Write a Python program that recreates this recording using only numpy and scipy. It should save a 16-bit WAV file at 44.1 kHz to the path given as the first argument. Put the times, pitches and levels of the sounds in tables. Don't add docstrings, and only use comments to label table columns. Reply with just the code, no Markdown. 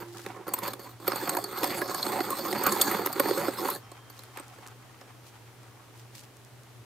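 import sys
import numpy as np
from scipy import signal
from scipy.fft import rfft, irfft, next_fast_len
from scipy.io import wavfile
from scipy.ndimage import uniform_filter1d, map_coordinates

SR = 44100
rng = np.random.default_rng(int(sys.argv[2]) if len(sys.argv) > 2 else 0)


def unload_audio(sound):
    columns = np.transpose(np.atleast_2d(sound))
    steps = np.round(np.clip(columns, -1, 1) * 32767)
    wavfile.write(sys.argv[1], SR, steps.astype(np.int16))


N = 302066

# frequency in Hz, bandwidth in Hz, relative level in dB.
BENCH_MODES = [(60, 77, -24.5), (152.5, 40, -9.5), (208, 18.4, -2.5), (275.4, 56, -4), (365.7, 60.4, 2.5),
               (559.6, 40, -0.5), (739, 79, -3.5), (960, 175, -6), (1070, 50.4, 0), (1308, 287, -7),
               (1688, 73, -5.5), (1925, 670, -11.5)]
STEEL_MODES = [(3450, 200, -12), (4150, 200, -7), (4500, 85, -1), (5220, 250, -11), (6600, 350, -16),
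               (8280, 300, -8), (8850, 300, -16), (10500, 1600, -15), (13120, 200, -5.5), (13540, 110, -1),
               (14030, 200, -12), (15100, 500, -20)]
CREASE_MODES = [(7000, 7000, 2)]
# frequency in Hz, relative spectral density in dB.
GARAGE_SPECTRUM = [(20, -25), (59, -15.5), (90, -12.5), (119, 0.5), (145, -17), (176, -14), (326, -9.5),
                   (1050, -18.5), (9830, -29), (15800, -32)]
RUBBER_SPECTRUM = [(1060, -29), (1800, -13), (4590, -10), (6600, -12), (15800, -19)]
# start in seconds, frequency in Hz, level in dB, seconds to fall 60 dB.
RINGING_TONES = [(0, 347, -44.5, 1.8), (3.72, 3170, -65, 7), (3.835, 5400, -58, 0.15)]
# start and length in seconds, bench level and steel level in dB.
NUDGES = [(0, 0.015, -39, -50), (0.144, 0.034, -45, -61), (0.244, 0.18, -47, -69), (0.465, 0.16, -43, -52),
          (0.627, 0.064, -36, -46), (0.792, 0.12, -47.5, -52)]
# time in seconds, level in dB.
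PRESSURE = [(1.0, -49.5), (1.09, -36), (1.36, -36.5), (1.51, -41.5), (1.63, -33), (1.99, -35.5),
            (2.08, -32.5), (2.34, -35.5), (2.61, -31.5), (2.69, -30.5), (2.77, -33.5), (2.85, -27.5),
            (3.04, -34), (3.11, -42), (3.26, -32.5), (3.45, -32), (3.57, -40.5), (3.64, -32), (3.73, -36),
            (3.77, -42), (3.8, -51)]
TURN_TIMES = [0.85, 1.25, 1.66, 2.05, 2.44, 2.82, 3.3, 3.7, 4.1]
# centre and length in seconds, level in dB.
RUSTLES = [(0.214, 0.46, -50.5), (4.204, 0.22, -64), (4.427, 1, -60.5), (5.272, 0.11, -54.5),
           (5.99, 0.14, -56.5), (6.177, 0.13, -49.5), (6.239, 0.042, -51)]
# time in seconds, level of the exciting impulse in dB.
SNAPS = [(0.2189, -28), (4.482, -28), (4.667, -26), (4.675, -21), (4.684, -27), (5.633, -35), (6.1953, -27),
         (6.205, -28), (6.3694, -30), (6.449, -30), (6.635, -33)]
# time in seconds, level in dB.
BENCH_RUB = [(3.8, -58), (4.33, -57.5), (4.39, -46), (4.45, -54), (4.7, -53), (4.85, -58.5), (6.85, -66)]
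# start in seconds, steel peak in dB, bench over steel in dB,
# high over low steel modes in dB, favoured pitch in Hz.
KNOCKS = [(0.2624, -32.5, 7.5, -7, 4000), (0.4795, -29, 5.5, 12, 1023), (0.489, -31.5, -2, -3, 1070),
          (0.536, -13.5, -8.5, 15, 965), (0.587, -22, -7.5, 8, 1080), (0.633, -28, -2, -4, 990),
          (0.678, -22.5, -2.5, -1, 560), (0.7337, -25, -2.5, 2, 3460), (1.0772, -13.5, -1, 15, 3360),
          (1.118, -27, 6.5, -17, 1300), (1.158, -22.5, -3, 12, 388), (1.2922, -15, -5, 5, 4530),
          (1.348, -23, 1, 14, 1720), (1.368, -18.5, 0.5, 11, 333), (1.440, -22.5, -5, 4, 4620),
          (1.631, -19, -0.5, 7, 3450), (1.641, -17, -3, 8, 5230), (1.8157, -25.5, 7, -4, 1720),
          (1.9445, -20.5, -2.5, 3, 1230), (2.0273, -18, -14.5, -14, 4000), (2.0648, -23.5, 3.5, -20, 1070),
          (2.2037, -24, 7.5, -5, 345), (2.3034, -20.5, -4, 0, 590), (2.5265, -23.5, 3, -16, 920),
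          (2.635, -17, -8, 22, 690), (2.664, -14, -0.5, 15, 514), (2.722, -16, -10, 0, 346),
          (2.8123, -5.5, -19, 5.5, 3450), (3.059, -15.5, -4.5, 15.5, 5000), (3.0702, -28, 7.5, -9, 536),
          (3.127, -18.5, -28, 15, 4500), (3.1961, -12, 3, 8.5, 587), (3.2564, -32, 14, 10, 376),
          (3.309, -26.5, 12.5, 0, 379), (3.482, -34.5, 19, 13, 590), (3.683, -24, 3.5, 17, 1050),
          (3.7, -19, -10, 18, 335), (3.9161, -38.5, 1.5, -3, 1040), (4.099, -36.5, -7, 1, 3200),
          (4.191, -34, -6, 4, 4130), (4.235, -36, -7, 2, 4040), (4.372, -32, 1, 3, 8200),
          (4.397, -33.5, -1, 11, 8200), (4.585, -44.5, 5, 0, 1720), (4.662, -50, 11.5, -2, 2010),
          (5.0119, -43, 1.5, -1, 5200)]
# frequency in Hz, correlation.
NEAR_COHERENCE = [(60, 0.38), (180, 1), (1650, 0.94), (15000, 0.49)]
FAR_COHERENCE = [(60, 0.53), (950, 0.75), (3770, 0.22), (15000, 0.25)]
# frequency in Hz, left over right in dB.
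BALANCE = [(180, -5), (1650, -3.5), (15000, 1)]

HUM_HZ, HUM_DB = 119.6, -53
NUDGE_ATTACK_S, NUDGE_RELEASE_S = 0.0038, 0.042
SCRAPE_DB, SCRAPE_DB_PER_DB, TURN_SWING_DB = -37.5, 0.7, 2
SLIDE_HZ, SLIDE_DB, SLIDE_START_TURNS = (1170, 626), 4, -0.38
KNOCK_WIDTH, KNOCK_DETUNE = .5, .012
FAVOUR_DB, FAVOUR_REACH = 13, .065
MIDDLE_DB = 3
WOOD_TOP_HZ, TOP_HZ = 1800, 16800


def amp(db):
    return 10 ** (np.asarray(db) / 20)


def unit(x):
    return x / np.sqrt(np.mean(x ** 2) + 1e-20)


def along(points, hz):
    f, values = np.transpose(points)
    return np.interp(np.log(hz + 1), np.log(f + 1), values)


def envelope_db(rows):
    times, levels = np.transpose(rows)
    return np.interp(np.arange(N) / SR, times, levels, left=-120, right=-120)


def wobble(rate):
    coarse = np.arange(0, N + 32, 32)
    knots = rng.standard_normal(int(N * rate / SR) + 4)
    return np.interp(np.arange(N), coarse, map_coordinates(knots, [coarse * rate / SR]))


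def filtered(x, response):
    n = x.shape[-1]
    m = next_fast_len(n + SR // 4)
    return irfft(rfft(x, m) * response(np.fft.rfftfreq(m, 1 / SR)), m)[..., :n]


def resonator(modes, spread_db=0):
    gains = amp(spread_db * rng.standard_normal(len(modes)))
    return lambda f: sum((-1) ** k * gains[k] * amp(db) * 1j * f * width / (hz * hz - f * f + 1j * f * width)
                         for k, (hz, width, db) in enumerate(modes))


def stereo(direct, other, coherence):
    angle = lambda hz: np.arccos(np.clip(along(coherence, hz), -1, 1)) / 2
    weights = lambda hz: np.array([np.cos(angle(hz)), np.sin(angle(hz))])
    mid, side = filtered(np.array([direct, other]), weights)
    return np.array([mid + side, mid - side])


def diffuse_echo(x, t60):
    t, spectra = signal.stft(x, SR, nperseg=256)[1:]
    retained = amp(-120 * t[1] / max(t60, .002))
    power = signal.lfilter([1 - retained], [1, -retained], abs(spectra) ** 2, axis=1)
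    noise = signal.stft(rng.standard_normal(N), SR, nperseg=256)[2]
    echo = signal.istft(np.sqrt(power) * noise, SR, nperseg=256)[1][:N]
    return filtered(unit(echo) * np.std(x), lambda hz: hz ** 4 / (hz ** 4 + 220 ** 4))


def garage():
    noise = unit(filtered(rng.standard_normal((2, N)), lambda hz: amp(along(GARAGE_SPECTRUM, hz))))
    phase = 2 * np.pi * np.cumsum(HUM_HZ + 2.345 * wobble(9)) / SR
    hum = amp(HUM_DB + wobble(11) + 2.5 * wobble(45)) * np.sin(phase)
    return amp(-54.5) * stereo(*noise, FAR_COHERENCE) + hum


def ringing():
    t = np.arange(N) / SR
    flicker_db = 2 * wobble(25)
    return sum((t >= start) * amp(db - 60 * abs(t - start) / t60 + flicker_db) * np.sin(2 * np.pi * hz * t)
               for start, hz, db, t60 in RINGING_TONES)


def contact_levels(turn):
    t, pressure_db = np.arange(N) / SR, envelope_db(PRESSURE)
    swing_db = TURN_SWING_DB * np.cos(2 * np.pi * turn)
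    scrape_db = SCRAPE_DB + SCRAPE_DB_PER_DB * (pressure_db - pressure_db.max()) + swing_db
    gains = amp([pressure_db, scrape_db])
    for start, length, *levels_db in NUDGES:
        attack = np.clip((t - start) / NUDGE_ATTACK_S, 0, 1)
        release = np.exp(-np.maximum(t - start - length, 0) / NUDGE_RELEASE_S)
        gains += amp(levels_db)[:, None] * attack * release
    return 20 * np.log10(gains)


def stick_slip(per_s, relax_s, steady):
    jumps = (rng.random(N) < per_s / SR) * amp(0.97 * rng.standard_normal(N))
    return steady + signal.lfilter([1], [1, -np.exp(-1 / (relax_s * SR))], jumps)


def grit(per_s, spread_db, smooth):
    caught = rng.random(N) < per_s / SR
    grains = caught * amp(spread_db * rng.standard_normal(N)) * rng.choice([-1, 1], N)
    return unit(grains) + smooth * rng.standard_normal(N)


def drifting_modes(x, modes, drift_db, rate, boost_db=lambda hz: 0):
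    driven = filtered(x, lambda f: np.array([resonator([mode])(f) for mode in modes]))
    return sum((-1) ** k * amp(drift_db * wobble(rate) + boost_db(mode[0])) * driven[k]
               for k, mode in enumerate(modes))


def filing():
    turn = np.interp(np.arange(N) / SR, TURN_TIMES, np.arange(len(TURN_TIMES)))
    bench_db, steel_db = contact_levels(turn)
    drag = stick_slip(per_s=110, relax_s=.005, steady=1.3)
    bench_force = drag * amp(1.2 * wobble(60)) * grit(per_s=250, spread_db=0, smooth=1)
    steel_force = drag ** .8 * amp(1.3 * wobble(45)) * grit(per_s=1600, spread_db=2.5, smooth=.8)
    hiss = filtered(steel_force, lambda f: f / (f + 2500))
    firmness = np.clip((steel_db + 60) / 12, .1, 1)
    ring = drifting_modes(steel_force, STEEL_MODES, drift_db=3.2, rate=24)
    steel = firmness * unit(ring) + .45 * unit(hiss)
    slide = (turn - SLIDE_START_TURNS) % 1
    centre_hz = SLIDE_HZ[0] * (SLIDE_HZ[1] / SLIDE_HZ[0]) ** slide
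    boost = lambda hz: uniform_filter1d(SLIDE_DB * np.exp(-(np.log(hz / centre_hz) / .15) ** 2), 800)
    bench = drifting_modes(bench_force, BENCH_MODES, drift_db=3.5, rate=30, boost_db=boost)
    bench = filtered(bench, lambda f: 1 / (1 + 1j * f / (1.65 * WOOD_TOP_HZ)) ** 2)
    return amp(bench_db) * unit(bench) + amp(steel_db) * unit(steel)


def gloves():
    t = np.arange(N) / SR
    rustle = sum(amp(db) * np.cos(np.pi * np.clip((t - centre) / length, -.5, .5)) ** 2
                 for centre, length, db in RUSTLES)
    creases = amp(2.5 * wobble(60)) * grit(per_s=500, spread_db=4.5, smooth=.8)
    crackle = filtered(creases, lambda hz: amp(along(RUBBER_SPECTRUM, hz)))
    impulses = np.zeros(N)
    for start, db in SNAPS:
        impulses[round(start * SR)] = amp(db)
    rub_force = amp(2.7 * wobble(40)) * grit(per_s=220, spread_db=2, smooth=1)
    rub = drifting_modes(rub_force, BENCH_MODES[6:], drift_db=2.5, rate=21)
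    handling = rustle * unit(crackle) + amp(envelope_db(BENCH_RUB)) * unit(rub)
    handling = stereo(handling, diffuse_echo(handling, t60=.01), FAR_COHERENCE)
    return handling + filtered(impulses, lambda f: resonator(CREASE_MODES)(f) ** 2)


def favoured(modes, pitch_hz):
    return [(hz, width, db + FAVOUR_DB * np.exp(-(np.log(hz / pitch_hz) / FAVOUR_REACH) ** 2))
            for hz, width, db in modes]


def knocks():
    out, t = np.zeros(N + SR), np.arange(SR // 16) / SR
    for start, db, bench_db, bright_db, pitch_hz in KNOCKS:
        contact_s = 0.0011 * amp(0.3 * (db + 23))
        rise = t / contact_s / [[1], [1.5]]
        steel_force, bench_force = rise * np.exp(-rise) * rng.standard_normal((2, len(t)))
        struck = [(hz * (1 + KNOCK_DETUNE * rng.standard_normal()), width * KNOCK_WIDTH, level)
                  for hz, width, level in favoured(STEEL_MODES, pitch_hz)]
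        ring = resonator(struck, spread_db=3)
        thud = resonator(favoured(BENCH_MODES[3:], pitch_hz), spread_db=3)
        tilt_db = [-bright_db / 2, MIDDLE_DB, MIDDLE_DB, bright_db / 2]
        tilt = lambda f: amp(np.interp(f, [5240, 5600, 11300, 12600], tilt_db))
        steel = filtered(steel_force, lambda f: (ring(f) + 0.04 * f / (f + 2500)) * tilt(f))
        wood = filtered(bench_force, lambda f: thud(f) / (1 + 1j * f / max(WOOD_TOP_HZ, pitch_hz)))
        knock = steel / abs(steel).max() + amp(bench_db) * wood / abs(wood).max()
        out[round(start * SR):][:len(t)] += amp(db) * knock
    return out[:N]


def scene():
    tool, tones = filing() + knocks(), ringing()
    close = stereo(tool, diffuse_echo(tool, t60=0.011), NEAR_COHERENCE) + tones
    close = filtered(close, lambda hz: amp(np.array([[.5], [-.5]]) * along(BALANCE, hz)))
    room = amp(-14) * np.array([diffuse_echo(tool, t60=.2) for _ in range(2)])
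    return close + room + gloves() + garage()


def record(dry):
    return filtered(dry, lambda hz: (hz < TOP_HZ) / (1 + (hz / 15650) ** 90))


dry = scene()
out = record(dry)
unload_audio(out)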